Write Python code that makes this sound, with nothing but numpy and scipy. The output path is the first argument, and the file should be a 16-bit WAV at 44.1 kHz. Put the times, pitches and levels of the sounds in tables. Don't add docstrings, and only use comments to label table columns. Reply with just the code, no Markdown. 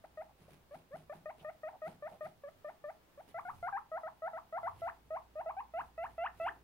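import sys
import numpy as np
from scipy import signal
from scipy.fft import rfft, irfft, next_fast_len
from scipy.io import wavfile
from scipy.ndimage import uniform_filter1d

SR = 44100
rng = np.random.default_rng(int(sys.argv[2]) if len(sys.argv) > 2 else 0)


def transcribe(u):
    v = np.clip(np.atleast_2d(u).T, -1, 1)
    q = np.round(v * 32767).astype(np.int16)
    wavfile.write(sys.argv[1], SR, q)


N = 292383
TIME = np.arange(N) / SR

# start in seconds, length in seconds, hold before the flick in seconds,
# base pitch in Hz, base level in dB, swell up to that level in dB.
SQUEAKS = [(0.039, 0.018, 0.0095, 518.0, -41.0, 0.0), (0.172, 0.056, 0.0515, 624.0, -41.0, 0.0),
           (0.48, 0.018, 0.012, 497.0, -51.5, 0.0), (0.708, 0.053, 0.0475, 623.0, -43.5, 7.0),
           (0.907, 0.058, 0.058, 669.0, -40.5, 14.0), (1.095, 0.047, 0.039, 591.0, -41.0, 0.0),
           (1.256, 0.06, 0.049, 612.0, -40.0, 0.0), (1.445, 0.061, 0.0605, 624.0, -39.0, 2.0),
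           (1.632, 0.066, 0.0585, 628.0, -38.5, 1.0), (1.817, 0.07, 0.065, 639.0, -39.0, 1.0),
           (2.022, 0.064, 0.0565, 620.0, -38.5, 3.0), (2.207, 0.066, 0.062, 610.0, -39.0, 0.0),
           (2.435, 0.06, 0.0615, 571.0, -43.5, 0.0), (2.644, 0.063, 0.0545, 595.0, -40.0, 0.0),
           (2.839, 0.072, 0.0665, 604.0, -40.0, 1.0), (3.174, 0.042, 0.036, 627.0, -45.0, 8.0),
           (3.342, 0.06, 0.0465, 668.0, -39.5, 1.0), (3.45, 0.058, 0.0435, 703.0, -41.0, 0.0),
           (3.626, 0.071, 0.0535, 699.0, -35.5, 1.0), (3.724, 0.064, 0.049, 774.0, -35.5, 0.0),
           (3.915, 0.073, 0.063, 666.0, -36.5, 4.0), (4.032, 0.06, 0.047, 633.0, -40.0, 0.0),
           (4.219, 0.068, 0.0615, 680.0, -36.0, 4.0), (4.331, 0.063, 0.0465, 645.0, -40.5, 0.0),
           (4.524, 0.068, 0.0555, 688.0, -35.5, 4.0), (4.629, 0.059, 0.0445, 664.0, -36.0, 1.0),
           (4.817, 0.086, 0.0605, 676.0, -35.0, 1.0), (5.104, 0.075, 0.062, 659.0, -36.0, 3.0),
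           (5.354, 0.066, 0.059, 662.0, -36.5, 6.0), (5.459, 0.055, 0.0415, 651.0, -35.5, 2.0),
           (5.565, 0.048, 0.041, 812.0, -36.0, 5.0), (5.736, 0.083, 0.06, 717.0, -32.5, 7.0),
           (5.977, 0.096, 0.069, 692.0, -35.0, 4.0), (6.179, 0.1, 0.072, 702.0, -33.0, 4.0),
           (6.398, 0.1, 0.0715, 681.0, -33.0, 3.0)]
# time in seconds,
# second harmonic boost in dB, upper harmonics boost in dB, mouth cut-off in Hz, flick gain in dB/octave.
POSTURE = [(.2, -4, -1, 2200, -13.5), (1.5, -2, 3, 2250, -11), (3.1, -3, -1, 2180, -15),
           (3.4, 3, 9, 1880, 7.5), (3.95, 3, 5.5, 1780, -3.5), (4.65, .5, 4, 1830, 4),
           (4.8, -3, -8.5, 2560, .5), (5.5, -5.5, -6.5, 2610, -2.5), (6, -4, -.5, 2650, -4.5),
           (6.2, -3, -1.5, 3250, 3)]
# frequency in Hz, gain in dB.
THROAT_CURVE = [(500, -1.5), (650, 0), (1000, -0.5), (1300, -4.5), (1950, -7), (2450, -8.5), (2800, -4.5),
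                (3200, -16.5), (3700, -24), (4200, -40)]
# time in seconds, left minus right level in dB, left lead in ms.
HEAD_DIRECTION = [(0, 1.3, 0.1), (2.2, 1, 0.14), (3.7, 1, 0.12), (5.2, 0.5, 0.16), (5.8, -1, 0.12),
                  (6.4, -1.5, 0.053)]
# frequency in Hz, gain in dB.
SHADE_CURVE = [(600, 0.45), (900, -2), (1300, -2.5), (2000, -6.2), (3200, -0.5)]
# delay in ms, left gain in dB, right gain in dB.
NEAR_ECHOES = [(12.58, -29, -28), (20.42, -32.5, -25.5)]
# frequency in Hz, gain in dB.
ROOM_CURVE = [(200, -8), (600, 5), (800, 11), (1000, 11), (1400, 3), (2000, 4), (3000, 2), (8000, 0)]
# start in seconds, bump level in dB, rustle level in dB.
SHUFFLES = [(.405, -63.5, -69), (.513, -61, -65), (.752, -60, -66), (.937, -59, -72), (.975, -62.5, -66),
            (1.15, -58.5, -68), (1.405, -62, -67), (1.863, -55.5, -67), (1.885, -56, -63),
            (2.115, -65, -66), (2.244, -59.5, -64)]
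# frequency in Hz, relative level in dB.
BUMP_NOTES = [(105, -7.5), (158, 3), (188, -3), (262, -19), (345, -9.5), (420, -10.5)]
# frequency in Hz, gain in dB.
RUB_CURVE = [(60, -82), (180, 20), (450, 5), (1500, 0), (6000, -70)]
# peak time in seconds, half length in seconds, rustle level in dB, rumble level in dB.
HEAD_MOVES = [(3.297, .014, -62.5, -80), (3.54, .16, -73, -64), (4.66, .06, -69, -72),
              (4.82, .06, -65, -68), (5.81, .05, -68, -72), (6.1, .1, -70.5, -70), (6.43, .07, -65, -62)]
# peak time in seconds, half length in seconds, level in dB, centre in Hz.
RUBS_AND_SWELL = [(.302, .012, -65, 780), (1.405, .01, -69, 2900), (1.438, .012, -60, 730),
                  (1.748, .017, -56, 730), (2.135, .022, -56, 660), (4.77, .08, -62.5, 86),
                  (6.5, .08, -68, 330)]
# frequency in Hz, gain in dB.
RUSTLE_CURVE = [(400, 22), (1200, 11.5), (2500, 11), (4500, 3), (7000, -4), (10000, 3), (12500, -1),
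                (16000, -10)]
RUMBLE_CURVE = [(20, -8), (45, -17.5), (85, -3), (130, -5.5), (220, -15), (500, -41.5)]
AIR_CURVE = [(25, 20), (60, 13), (160, 22), (260, 20.5), (450, 18), (900, 15), (1800, 8), (3500, 3.5),
             (7000, -3.5), (10000, -4.5), (13000, -4), (15500, 2.5)]
# time in seconds, level in dB.
HUM_LEVELS = [(0, -70), (.55, -71), (2, -80), (3.1, -79), (5.6, -65), (6.6, -65)]

CLIMB_HZ_PER_S, BEND_S = 48000, .006
WAVER, JITTER = .006, .006
PITCH_PER_DB = .017
SOFT_DB, DULLING = -40, .6
RELAXED_HZ, RELAXED_RANGE_HZ = 660, 50
SAG_DB, SAG_OVERTONES_DB, SAG_PITCH = -1.9, -7, .02
FLICK_DB, FLICK_OVERTONES_DB = 1, -.6
RECOVER_S, TIGHT_HZ, TIGHT_SETTLE_S, TIGHT_OVERTONES_DB = .025, 250, .007, 5


def squeak(row, tightness, edge_s=.0039, shimmer_db=.75, rasp_db=2.3, slope_db=-5, upper_step_db=-3.2):
    start_s, length_s, hold_s, held_hz, held_db, swell_db = row
    second_db, upper_db, mouth_hz, flick_db_per_octave = read_table(POSTURE, start_s)
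    t = np.arange(int(length_s * SR)) / SR
    progress = np.minimum(t / hold_s, 1)
    relaxed = np.clip((RELAXED_HZ - held_hz) / RELAXED_RANGE_HZ, 0, 1)
    sag = relaxed * (np.sin(np.pi * progress) ** 4 - .3)
    effort_bend = PITCH_PER_DB * swell_db * (progress - 1)
    note_hz = held_hz * (1 + effort_bend - SAG_PITCH * sag + WAVER * drift(90, len(t)))
    climb = np.logaddexp(0, (t - hold_s) / BEND_S)
    flick_hz = CLIMB_HZ_PER_S * BEND_S * climb
    hz = note_hz + flick_hz + tightness * TIGHT_HZ * np.exp(-t / TIGHT_SETTLE_S)
    tension = 1 - np.exp(-climb)
    jitter = JITTER * (1 + 2 * tension) * drift(280, len(t))
    phase = 2 * np.pi * np.cumsum(hz * (1 + jitter)) / SR
    note_db = held_db - swell_db * (1 - progress) ** 2
    level_db = note_db + SAG_DB * sag + flick_db_per_octave * np.log2(1 + flick_hz / held_hz)
    level_db += tension * (FLICK_DB + rasp_db * drift(450, len(t)))
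    bright_db = SAG_OVERTONES_DB * sag + FLICK_OVERTONES_DB * tension + TIGHT_OVERTONES_DB * tightness
    bright_db += DULLING * np.minimum(note_db - SOFT_DB, 0)
    cutoff_hz = mouth_hz * (1 + .042 * (t / length_s - .5))
    voice = 0
    for k in range(1, 6):
        harmonic_db = slope_db * np.log2(k) + shimmer_db * k * drift(100, len(t))
        if k == 2:
            harmonic_db += bright_db + second_db
        elif k > 2:
            harmonic_db += bright_db + upper_db + upper_step_db * (k - 3)
        mouth = 1 / np.sqrt(1 + (k * hz / cutoff_hz) ** 16)
        voice += gain(harmonic_db) * curve_gain(k * hz, THROAT_CURVE) * mouth * np.cos(k * phase)
    fade = np.sin(np.pi / 2 * np.clip(np.minimum(t, length_s - t) / edge_s, 0, 1)) ** 2
    return voice * fade * gain(level_db)


def guinea_pig():
    out = np.zeros(N + SR)
    last_end_s = -np.inf
    for row in SQUEAKS:
        start_s, length_s = row[:2]
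        tightness = np.exp((last_end_s - start_s) / RECOVER_S)
        add_at(out, start_s, squeak(row, tightness))
        last_end_s = start_s + length_s
    return out[:N]


def direct_path(voice):
    pan_db, lead_ms = read_table(HEAD_DIRECTION, TIME)
    delayed = np.interp(TIME - lead_ms / 1000, TIME, voice)
    return np.array([voice * gain(pan_db / 2), shape_tone(delayed, SHADE_CURVE) * gain(-pan_db / 2)])


def room(voice, ring_s=.22, tail_db=-17, build_s=.0067, width=.73):
    t = np.arange(SR // 2) / SR
    envelope = die_away(t, ring_s) * np.clip(t / build_s, 0, 1) ** 2
    mid, side = rng.standard_normal((2, len(t))) * envelope
    tail = normalise(left_right(mid, width * side)) / np.sqrt(len(t))
    echoes = shape_tone(tail, ROOM_CURVE) * gain(tail_db)
    for delay_ms, left_db, right_db in NEAR_ECHOES:
        echoes[:, int(delay_ms * SR / 1000)] += gain([left_db, right_db])
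    return signal.fftconvolve(voice[None], echoes, axes=1)[:, :N]


def bumps(contact_s=.0027, ring_s=.32, rub_share=.48, detune=.039):
    out = np.zeros(N + SR)
    t = np.arange(SR // 3) / SR
    envelope = (1 - np.exp(-t / contact_s)) * die_away(t, ring_s)
    envelope /= envelope.max()
    for start_s, bump_db, _ in SHUFFLES:
        ring = 0
        for hz, note_db in BUMP_NOTES:
            mistune, offset = rng.standard_normal(2)
            ring += gain(note_db) * np.sin(2 * np.pi * hz * (1 + detune * mistune) * t + np.pi * offset)
        rub = shape_tone(rng.standard_normal(len(t)), RUB_CURVE)
        bump = normalise(ring) + rub_share * normalise(rub)
        add_at(out, start_s, gain(bump_db) * bump * envelope)
    return out[:N]


def rustles(grain_db=4, resting_db=-82, lag_s=.012):
    power = gain(resting_db) ** 2
    power += sum(stroke(s + lag_s, half_s=.034, db=db) for s, _, db in SHUFFLES)
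    power += sum(stroke(s, half_s, db) for s, half_s, db, _ in HEAD_MOVES)
    power += sum(stroke(s + hold_s, half_s=.035, db=-74) for s, _, hold_s, *_ in SQUEAKS)
    grains = stereo_noise(5800) * gain(grain_db * drift(900, N))
    return lean_right(normalise(shape_tone(grains, RUSTLE_CURVE)) * np.sqrt(power))


def rubs_and_swell(spread=1.2, skirt_db=-26):
    out = np.zeros((2, N + SR))
    t = np.arange(SR // 2) / SR - 1 / 4
    for peak_s, half_s, db, hz in RUBS_AND_SWELL:
        band = [(hz / 8, 3 * skirt_db), (hz / 2, skirt_db), (hz / spread, -3), (hz, 0),
                (hz * spread, -3), (hz * 2, skirt_db), (hz * 8, 3 * skirt_db)]
        mid, side = normalise(shape_tone(rng.standard_normal((2, len(t))), band))
        width = min(.3 + hz / 4000, 1)
        envelope = np.exp(-(t / half_s) ** 2 / 2)
        add_at(out, peak_s + t[0], left_right(mid, width * side) * gain(db) * envelope)
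    return out[:, :N]


def air_and_hiss(level_db=-68.5, flicker_db=.7):
    noise = normalise(shape_tone(stereo_noise(1500), AIR_CURVE))
    return noise * gain(level_db + flicker_db * drift(9, N))


def rumble(resting_db=-75, flutter_db=2.5):
    power = gain(resting_db) ** 2 + sum(stroke(s, half_s, db) for s, half_s, _, db in HEAD_MOVES)
    noise = normalise(shape_tone(stereo_noise(2700), RUMBLE_CURVE))
    return lean_right(noise * np.sqrt(power) * gain(flutter_db * drift(12, N)))


def mains_hum(hz=60, waver_db=1.5):
    level_db = read_table(HUM_LEVELS, TIME)[0]
    return lean_right(np.sin(2 * np.pi * hz * TIME) * gain(level_db + waver_db * drift(3.1, N)))


def gain(db):
    return 10 ** (np.asarray(db) / 20)


def read_table(table, time_s):
    times, *columns = np.transpose(table)
    return [np.interp(time_s, times, column) for column in columns]


def curve_gain(hz, curve):
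    curve_hz, db = np.transpose(curve)
    return gain(np.interp(np.log(np.maximum(hz, 1)), np.log(curve_hz), db))


def shape_tone(x, curve):
    size = x.shape[-1]
    padded = next_fast_len(size)
    gains = curve_gain(np.fft.rfftfreq(padded, 1 / SR), curve)
    return irfft(rfft(x, padded) * gains, padded)[..., :size]


def normalise(x):
    return x / np.sqrt(np.mean(x ** 2))


def drift(rate_hz, size):
    hold = max(int(SR / rate_hz), 1)
    steps = np.repeat(rng.standard_normal(size // hold + 1), hold)
    return uniform_filter1d(steps, hold)[:size]


def die_away(t, ring_s):
    return np.exp(-np.log(1000) * t / ring_s)


def stroke(peak_s, half_s, db, linger=1.13):
    width_s = half_s * np.where(TIME < peak_s, 1 / linger, linger)
    return gain(db) ** 2 * np.exp(-((TIME - peak_s) / width_s) ** 2)


def stereo_noise(widening_hz):
    mid, side = rng.standard_normal((2, N))
    width = np.clip(.34 + np.fft.rfftfreq(N, 1 / SR) / widening_hz, 0, 1)
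    return left_right(mid, irfft(rfft(side) * width, N))


def left_right(mid, side):
    return np.array([mid + side, mid - side])


def lean_right(x, db=2):
    return x * gain([[-db / 2], [db / 2]])


def add_at(out, start_s, sound):
    start = int(start_s * SR)
    out[..., start:start + sound.shape[-1]] += sound


def scene():
    voice = guinea_pig()
    foreground = direct_path(voice) + room(voice) + bumps() + rustles() + rubs_and_swell()
    return foreground + air_and_hiss() + rumble() + mains_hum()


def record(dry):
    return signal.sosfilt(signal.ellip(10, .1, 70, 15750, fs=SR, output="sos"), dry)


dry = scene()
out = record(dry)
transcribe(out)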